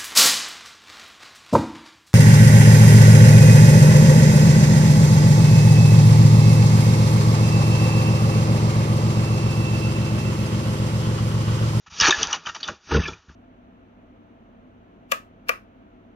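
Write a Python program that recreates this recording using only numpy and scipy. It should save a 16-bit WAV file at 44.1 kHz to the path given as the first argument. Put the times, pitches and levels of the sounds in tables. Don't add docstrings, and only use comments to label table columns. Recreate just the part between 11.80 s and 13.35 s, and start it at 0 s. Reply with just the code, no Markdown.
import sys
import numpy as np
from scipy import signal
from scipy.fft import rfft, irfft
from scipy.io import wavfile
from scipy.ndimage import uniform_filter1d

SR = 44100
rng = np.random.default_rng(int(sys.argv[2]) if len(sys.argv) > 2 else 0)


def store_pcm(level_fs):
    pcm = np.round(np.clip(level_fs, -1, 1) * 32767).astype(np.int16)
    wavfile.write(sys.argv[1], SR, np.atleast_2d(pcm).T)


def linear_from_db(decibels):
    return 10 ** (np.asarray(decibels, float) / 20)


N = 68355

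# pitch_hz, level_db (per Hz)
NIGHT_SPECTRUM = [(24, -30), (40, 5), (501, -12), (1190, -8.5), (6560, -20.5), (7000, -11), (9100, -45.5),
                  (15400, -120)]
# pitch_hz, width_hz, level_db
WALL_RESONANCES = [(600, 620, -8.5), (900, 193, -6), (1156, 170, -5.5), (1350, 250, -3.5),
                   (1730, 220, -7.5), (1870, 160, -17), (2514, 420, -7.5), (3000, 820, -5), (3696, 440, -9),
                   (4690, 500, -8.5), (5310, 1400, -12), (5920, 870, -5), (6500, 700, -28)]
# pitch_hz, level_db, t60_s
SHELL_MODES = [(42.8, -29, 0.16), (76, -8.5, 0.23), (100, -7, 0.17), (170.7, 0, 0.097), (220, -2, 0.1),
               (276.5, -2, 0.08), (346, 3, 0.035), (428, 3, 0.046), (644.5, -6, 0.28)]
# start_s, level_db, tilt_db (brightness per octave), shell_load_db
DRAG_MOVES = [(0.099, -52, 4.5, -19), (0.113, -42.5, 0.8, -35), (.19, -29, 7.5, -20),
              (0.342, -26, 0.9, -35), (.42, -20.5, 1, -17), (.465, -29.5, -0.2, -12), (.52, -25, -0.8, -24),
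              (0.574, -40, -4, -2), (0.613, -44, -0.2, -17.5), (0.801, -45, 3, -7.5),
              (.87, -37.5, -1.5, -13), (0.914, -40.5, 1.5, 0), (1.0, -55.5, -1, -34),
              (1.054, -49, 3, -25.5), (1.124, -27, -1.2, -11.5), (1.308, -38.5, -0.3, -8.5),
              (1.43, -57, -1, -12), (1.55, -56.5, 0, -5)]
# start_s, length_s, level_db, centre_hz
CLAW_SCRATCHES = [(0.062, 0.021, -41.5, 3000), (0.198, 0.0079, -17.5, 3000), (0.208, 0.012, -12, 3800),
                  (0.22, 0.026, -10.5, 2200), (0.248, 0.015, -11.5, 2200), (0.267, 0.03, -10.5, 1700),
                  (0.305, 0.0057, -7, 3200), (0.324, 0.0071, -19.5, 2600), (0.436, 0.016, -22, 2800),
                  (0.525, 0.035, -21, 1925), (0.652, 0.013, -32.5, 1950), (0.666, 0.033, -23.5, 1760),
                  (0.746, 0.023, -29, 2100), (0.8, 0.01, -35.5, 3800), (0.83, 0.025, -31, 3950),
                  (0.872, 0.016, -30, 3770), (0.882, 0.02, -27, 900), (1.111, 0.017, -23.5, 1300),
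                  (1.137, 0.034, -19.5, 1570), (1.199, 0.08, -31.5, 2400), (1.276, 0.011, -30, 2800),
                  (1.486, 0.039, -50, 1434)]
# start_s, peak_db, pitch_hz, ring_s
WALL_KNOCKS = [(.067, -44, 1312, 0.066), (.236, -13.5, 1313, .03), (.256, -14, 1750, .02),
               (.268, -11, 1277, 0.025), (.275, -16.5, 1270, 0.057), (.279, -16.5, 365.8, 0.029),
               (.287, -26, 329.5, 0.024), (.29, -22, 894, 0.035), (.305, -13.5, 1173, 0.017),
               (.323, -10.5, 1740, 0.022), (.341, -20, 1730, 0.03), (.531, -23.5, 1350, 0.05),
               (.534, -25, 900, 0.022), (.543, -25.5, 994, 0.013), (.67, -22.5, 1290, 0.0097),
               (.688, -27, 1360, 0.011), (.694, -27.5, 1340, 0.014), (.748, -35, 1393, 0.021),
               (.755, -32, 900, 0.02), (.756, -33, 1120, .02), (.755, -35, 1920, 0.032),
               (.883, -19, 1376, 0.013), (.886, -22.5, 1134, .02), (.89, -29.5, 600, 0.013),
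               (1.114, -21.5, 901, 0.023), (1.116, -25, 1257, 0.031), (1.119, -27, 428, 0.074),
               (1.143, -18.5, 1485, 0.013), (1.144, -15, 442, 0.033), (1.162, -19, 414.5, 0.044),
               (1.172, -21.5, 504, 0.022), (1.192, -30, 1740, 0.047), (1.151, -20, 1363, 0.023),
               (1.164, -23.5, 1087, 0.085), (1.255, -29, 1730, 0.05), (1.28, -27, 1353, 0.046),
               (1.282, -32, 416, 0.03), (1.285, -34.5, 900, .03), (1.491, -43.5, 1520, 0.017)]
# start_s, peak_db, contact_s, best_mode_hz (mode struck best)
BIN_THUDS = [(0.077, -44.5, 0.0043, 100), (0.12, -38.5, 0.0048, 89.5), (0.217, -21.5, 0.00095, 70),
             (0.246, -32, 0.0075, 70), (0.284, -19, 0.0031, 232), (0.374, -31.5, 0.009, 76),
             (0.431, -34, 0.0044, 202.5), (0.464, -36.5, 0.014, 76), (0.489, -42, 0.0023, 190),
             (0.548, -49, 0.0098, 70), (0.669, -33, 0.0016, 257), (.69, -39.5, 0.0046, 89.7),
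             (0.89, -29.5, 0.0032, 110.7), (1.065, -48.5, 0.0075, 59.7), (1.118, -16, 0.0045, 85),
             (1.13, -21, 0.0061, 80), (1.146, -9, 0.0036, 90), (1.16, -7.5, 0.0033, 140),
             (1.173, -13.5, 0.0028, 150), (1.188, -8.5, 0.003, 110), (1.2, -17, 0.0021, 140),
             (1.232, -26, 0.0035, 90), (1.258, -27.5, 0.0038, 170), (1.29, -27, 0.004, 100),
             (1.32, -36.5, 0.0045, 120), (1.386, -50, 0.0062, 76), (1.482, -37.5, 0.0049, 76),
             (1.498, -33.5, 0.0021, 110)]
# start_s, peak_db, pitch_hz, ring_s
CLAW_TICKS = [(.2, -6.5, 5310, 0.0061), (.2, -16.5, 2840, .01), (.211, -10, 5340, 0.016),
              (.209, -10, 5920, 0.012), (.21, -15, 4620, 0.03), (.221, -17, 3760, 0.035),
              (.249, -15, 4400, 0.12), (.253, -15, 2430, .02), (.272, -15.5, 2470, .03),
              (.283, -12, 5840, 0.038), (.294, -22, 3150, .02), (.305, -14, 6460, 0.027),
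              (.322, -19, 2590, .015), (.306, -7, 3650, 0.029), (.4295, -7, 5930, 0.011),
              (.430, -18, 4720, .008), (.4305, -11.5, 3075, 0.029), (.47, -21.5, 5960, .01),
              (.509, -25, 5700, 0.021), (.528, -12.5, 5920, 0.014), (.529, -14.5, 2929, 0.043),
              (.66, -26, 3100, 0.02), (.659, -35, 5960, 0.014), (.669, -33, 6000, 0.013),
              (.67, -27, 2920, .03), (.691, -30.5, 2820, 0.029), (.749, -30.5, 2950, 0.014),
              (.747, -32, 5870, 0.024), (.755, -37, 6200, .02), (.776, -43, 5770, 0.014),
              (.806, -33.5, 4400, 0.028), (.8295, -22, 4580, 0.027), (.8295, -23, 3880, 0.015),
              (.83, -23.5, 2960, 0.027), (.839, -25.5, 3480, 0.047), (.843, -34, 3000, .04),
              (.888, -31, 6570, 0.022), (.878, -25, 5980, 0.013), (1.146, -27, 3150, 0.04),
              (1.166, -25, 2650, 0.053), (1.227, -30.5, 2350, .02), (1.235, -27, 2645, 0.037),
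              (1.243, -30, 2530, 0.018), (1.253, -23.5, 2420, 0.033), (1.263, -25.5, 2580, .03),
              (1.279, -30.5, 5540, 0.023), (1.281, -28, 3400, 0.036), (1.29, -31.5, 2380, 0.033),
              (1.333, -35.5, 2430, .03)]
# start_s, end_s, centre_hz, width_hz
DROPPED_BANDS = [
    (1.09, 1.3, 4340, 120),
    (1.17, 1.27, 4300, 300),
    (1.215, 1.33, 1990, 170),
]

FLICKER_DB = 1.6


def level(x, db):
    return x * linear_from_db(db) / np.sqrt(np.mean(x ** 2))


def walk(rate_hz):
    hold = int(SR / rate_hz)
    steps = np.repeat(rng.standard_normal(N // hold + 1), hold)
    return 1.58 * uniform_filter1d(uniform_filter1d(steps, hold), hold)[:N]


def night():
    hz, db = np.array(NIGHT_SPECTRUM).T
    f = np.fft.rfftfreq(N, 1 / SR) + 1
    gain = linear_from_db(np.interp(np.log(f), np.log(hz), db))
    return level(irfft(rfft(rng.standard_normal(N)) * gain, N), -68.5)


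def grit(per_s, spread_db):
    chance, sign, size = rng.random((3, N))
    clicks = (chance < per_s / SR) * np.sign(sign - 0.5)
    return level(clicks * linear_from_db(-spread_db * np.log(1 - size)), 0)


def wall(per_s, spread_db, colour_db):
    high_pass = signal.butter(2, 450, "high", fs=SR)
    hiss = level(signal.lfilter(*high_pass, rng.standard_normal(N)), 0)
    out = linear_from_db(-14) * hiss
    for hz, width_hz, db in WALL_RESONANCES:
        b, a = signal.iirpeak(hz, hz / width_hz / 1.53, SR)
        band = signal.lfilter(b, a, grit(per_s, spread_db))
        band = level(signal.lfilter(b, a, band), -10.5)
        out = out + band * linear_from_db(db + colour_db(hz) + FLICKER_DB * walk(60.04))
    return out


def ring(x, hz, t60_s):
    radius = np.exp(-np.log(1000) / (max(t60_s, 0.002) * SR))
    turn = 2 * np.pi * hz / SR
    return signal.lfilter([0, radius * np.sin(turn)], [1, -2 * radius * np.cos(turn), radius ** 2], x)


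def shell(force):
    return sum(linear_from_db(db) * ring(force, hz, t60_s) for hz, db, t60_s in SHELL_MODES)


def drag(t):
    start_s, db, tilt_db, load_db = np.array(DRAG_MOVES).T
    creep_db = -64
    gain = linear_from_db(np.interp(t, start_s, db, left=creep_db) + 0.5 * walk(60))
    force = np.diff(uniform_filter1d(rng.standard_normal(N + 1), size=60))
    rumble = level(shell(force), 0) * linear_from_db(4.1 * walk(25))

    def colour_db(hz):
        return np.interp(t, start_s, tilt_db) * np.log2(hz / 2500)

    grains = wall(9000, 2.0, colour_db)
    return gain * (grains + rumble * linear_from_db(np.interp(t, start_s, load_db)))


def scratches(t):
    attack_s, t60_s = 0.004, 0.039
    gain, centre_hz = np.zeros(N), np.full(N, 2000.0)
    for start_s, length_s, db, hz in CLAW_SCRATCHES:
        rise = np.clip((t - start_s) / attack_s + 0.5, 0, 1) ** 2
        release_db = -60 * np.clip(t - start_s - length_s, 0, 1) / t60_s
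        gain += linear_from_db(db + release_db) * rise
        centre_hz[t >= start_s - attack_s / 2] = hz

    def colour_db(hz):
        return -2.2 * np.log2(hz / centre_hz) ** 2

    return gain * linear_from_db(1.3 * walk(150)) * wall(6000, 2.5, colour_db)


def taps(table, burst_s, split):
    out = np.zeros(N)
    k = np.arange(600) / SR
    burst = k / burst_s * np.exp(-k / burst_s)
    for start_s, db, hz, ring_s in table:
        push = np.append(rng.standard_normal(600) * burst, np.zeros(5000))
        push = signal.lfilter(*signal.iirpeak(hz, 5.5, SR), push)
        tap = ring(push, hz, ring_s)
        tap = tap + 0.43 * ring(push, hz * (1 + split), ring_s * 0.5)
        tap = tap + 0.33 * ring(push, hz * (1 - split), ring_s * 0.56)
        i = int(start_s * SR)
        out[i:i + len(tap)] += (tap * linear_from_db(db) / np.abs(tap).max())[:N - i]
    return out


def knocks():
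    return taps(WALL_KNOCKS, burst_s=0.0024, split=0.092)


def thuds(t):
    settle_s, settle_t60_s = 1.208, 0.06
    settle = linear_from_db(-60 * np.clip(t - settle_s, 0, 1) / settle_t60_s)
    out = np.zeros(N)
    for start_s, db, contact_s, best_hz in BIN_THUDS:
        push = np.sin(np.pi * np.clip((t - start_s) / contact_s, 0, 1)) ** 2
        boom = np.zeros(N)
        for hz, mode_db, t60_s in SHELL_MODES:
            struck_db = mode_db - 3.5 * np.log2(hz / best_hz) ** 2
            boom += linear_from_db(struck_db) * ring(push, hz, t60_s)
        if start_s < settle_s:
            boom = boom * settle
        out += boom * linear_from_db(db) / np.abs(boom).max()
    return out


def ticks():
    return taps(CLAW_TICKS, burst_s=0.00083, split=0.064)


def latch(t):
    start_s, hz, t60_s = 0.837, 3540, 0.2
    fade = (t > start_s) * linear_from_db(-60 * np.abs(t - start_s) / t60_s)
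    return linear_from_db(-34) * np.sin(2 * np.pi * hz * t) * fade


def yard(near, t):
    tail = rng.standard_normal(SR // 2) * linear_from_db(-60 * t[:SR // 2] / 0.16)
    tail = tail * linear_from_db(-11.5) / np.sqrt(np.sum(tail ** 2))
    return signal.fftconvolve(near, tail)[:N]


def scene():
    t = np.arange(N) / SR
    near = drag(t) + scratches(t) + knocks() + ticks() + latch(t)
    mono = night() + near + yard(near, t) + thuds(t)
    return np.array([mono, mono])


def gate(t, start_s, end_s):
    return uniform_filter1d(1.0 * (t > start_s) * (t < end_s), size=900)


def top_cut(x, hz):
    return signal.sosfiltfilt(signal.ellip(10, 0.2, 40, hz, fs=SR, output="sos"), x)


def low_pass(x):
    return signal.sosfilt(signal.butter(12, 8000, fs=SR, output="sos"), x)


def record(dry):
    t = np.arange(N) / SR
    limit = 0.75
    x = signal.lfilter(*signal.butter(2, 45, "high", fs=SR), dry)
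    x = limit * np.tanh(x / limit)
    mismatch = walk(400) * np.clip(walk(13) + 0.64, 0, 2)
    x = x + linear_from_db(-30.5) * x * mismatch * np.array([[1], [-1]])
    for start_s, end_s, hz, width_hz in DROPPED_BANDS:
        edges_hz = [hz - width_hz / 2, hz + width_hz / 2]
        band = signal.filtfilt(*signal.butter(2, edges_hz, "band", fs=SR), x)
        x = x - 0.72 * gate(t, start_s, end_s) * band
    dull = gate(t, 1.07, 1.265)
    mix = top_cut(x, 7076) * (1 - dull) + top_cut(x, 6550) * dull
    return low_pass(mix)


dry = scene()
out = record(dry)
store_pcm(out)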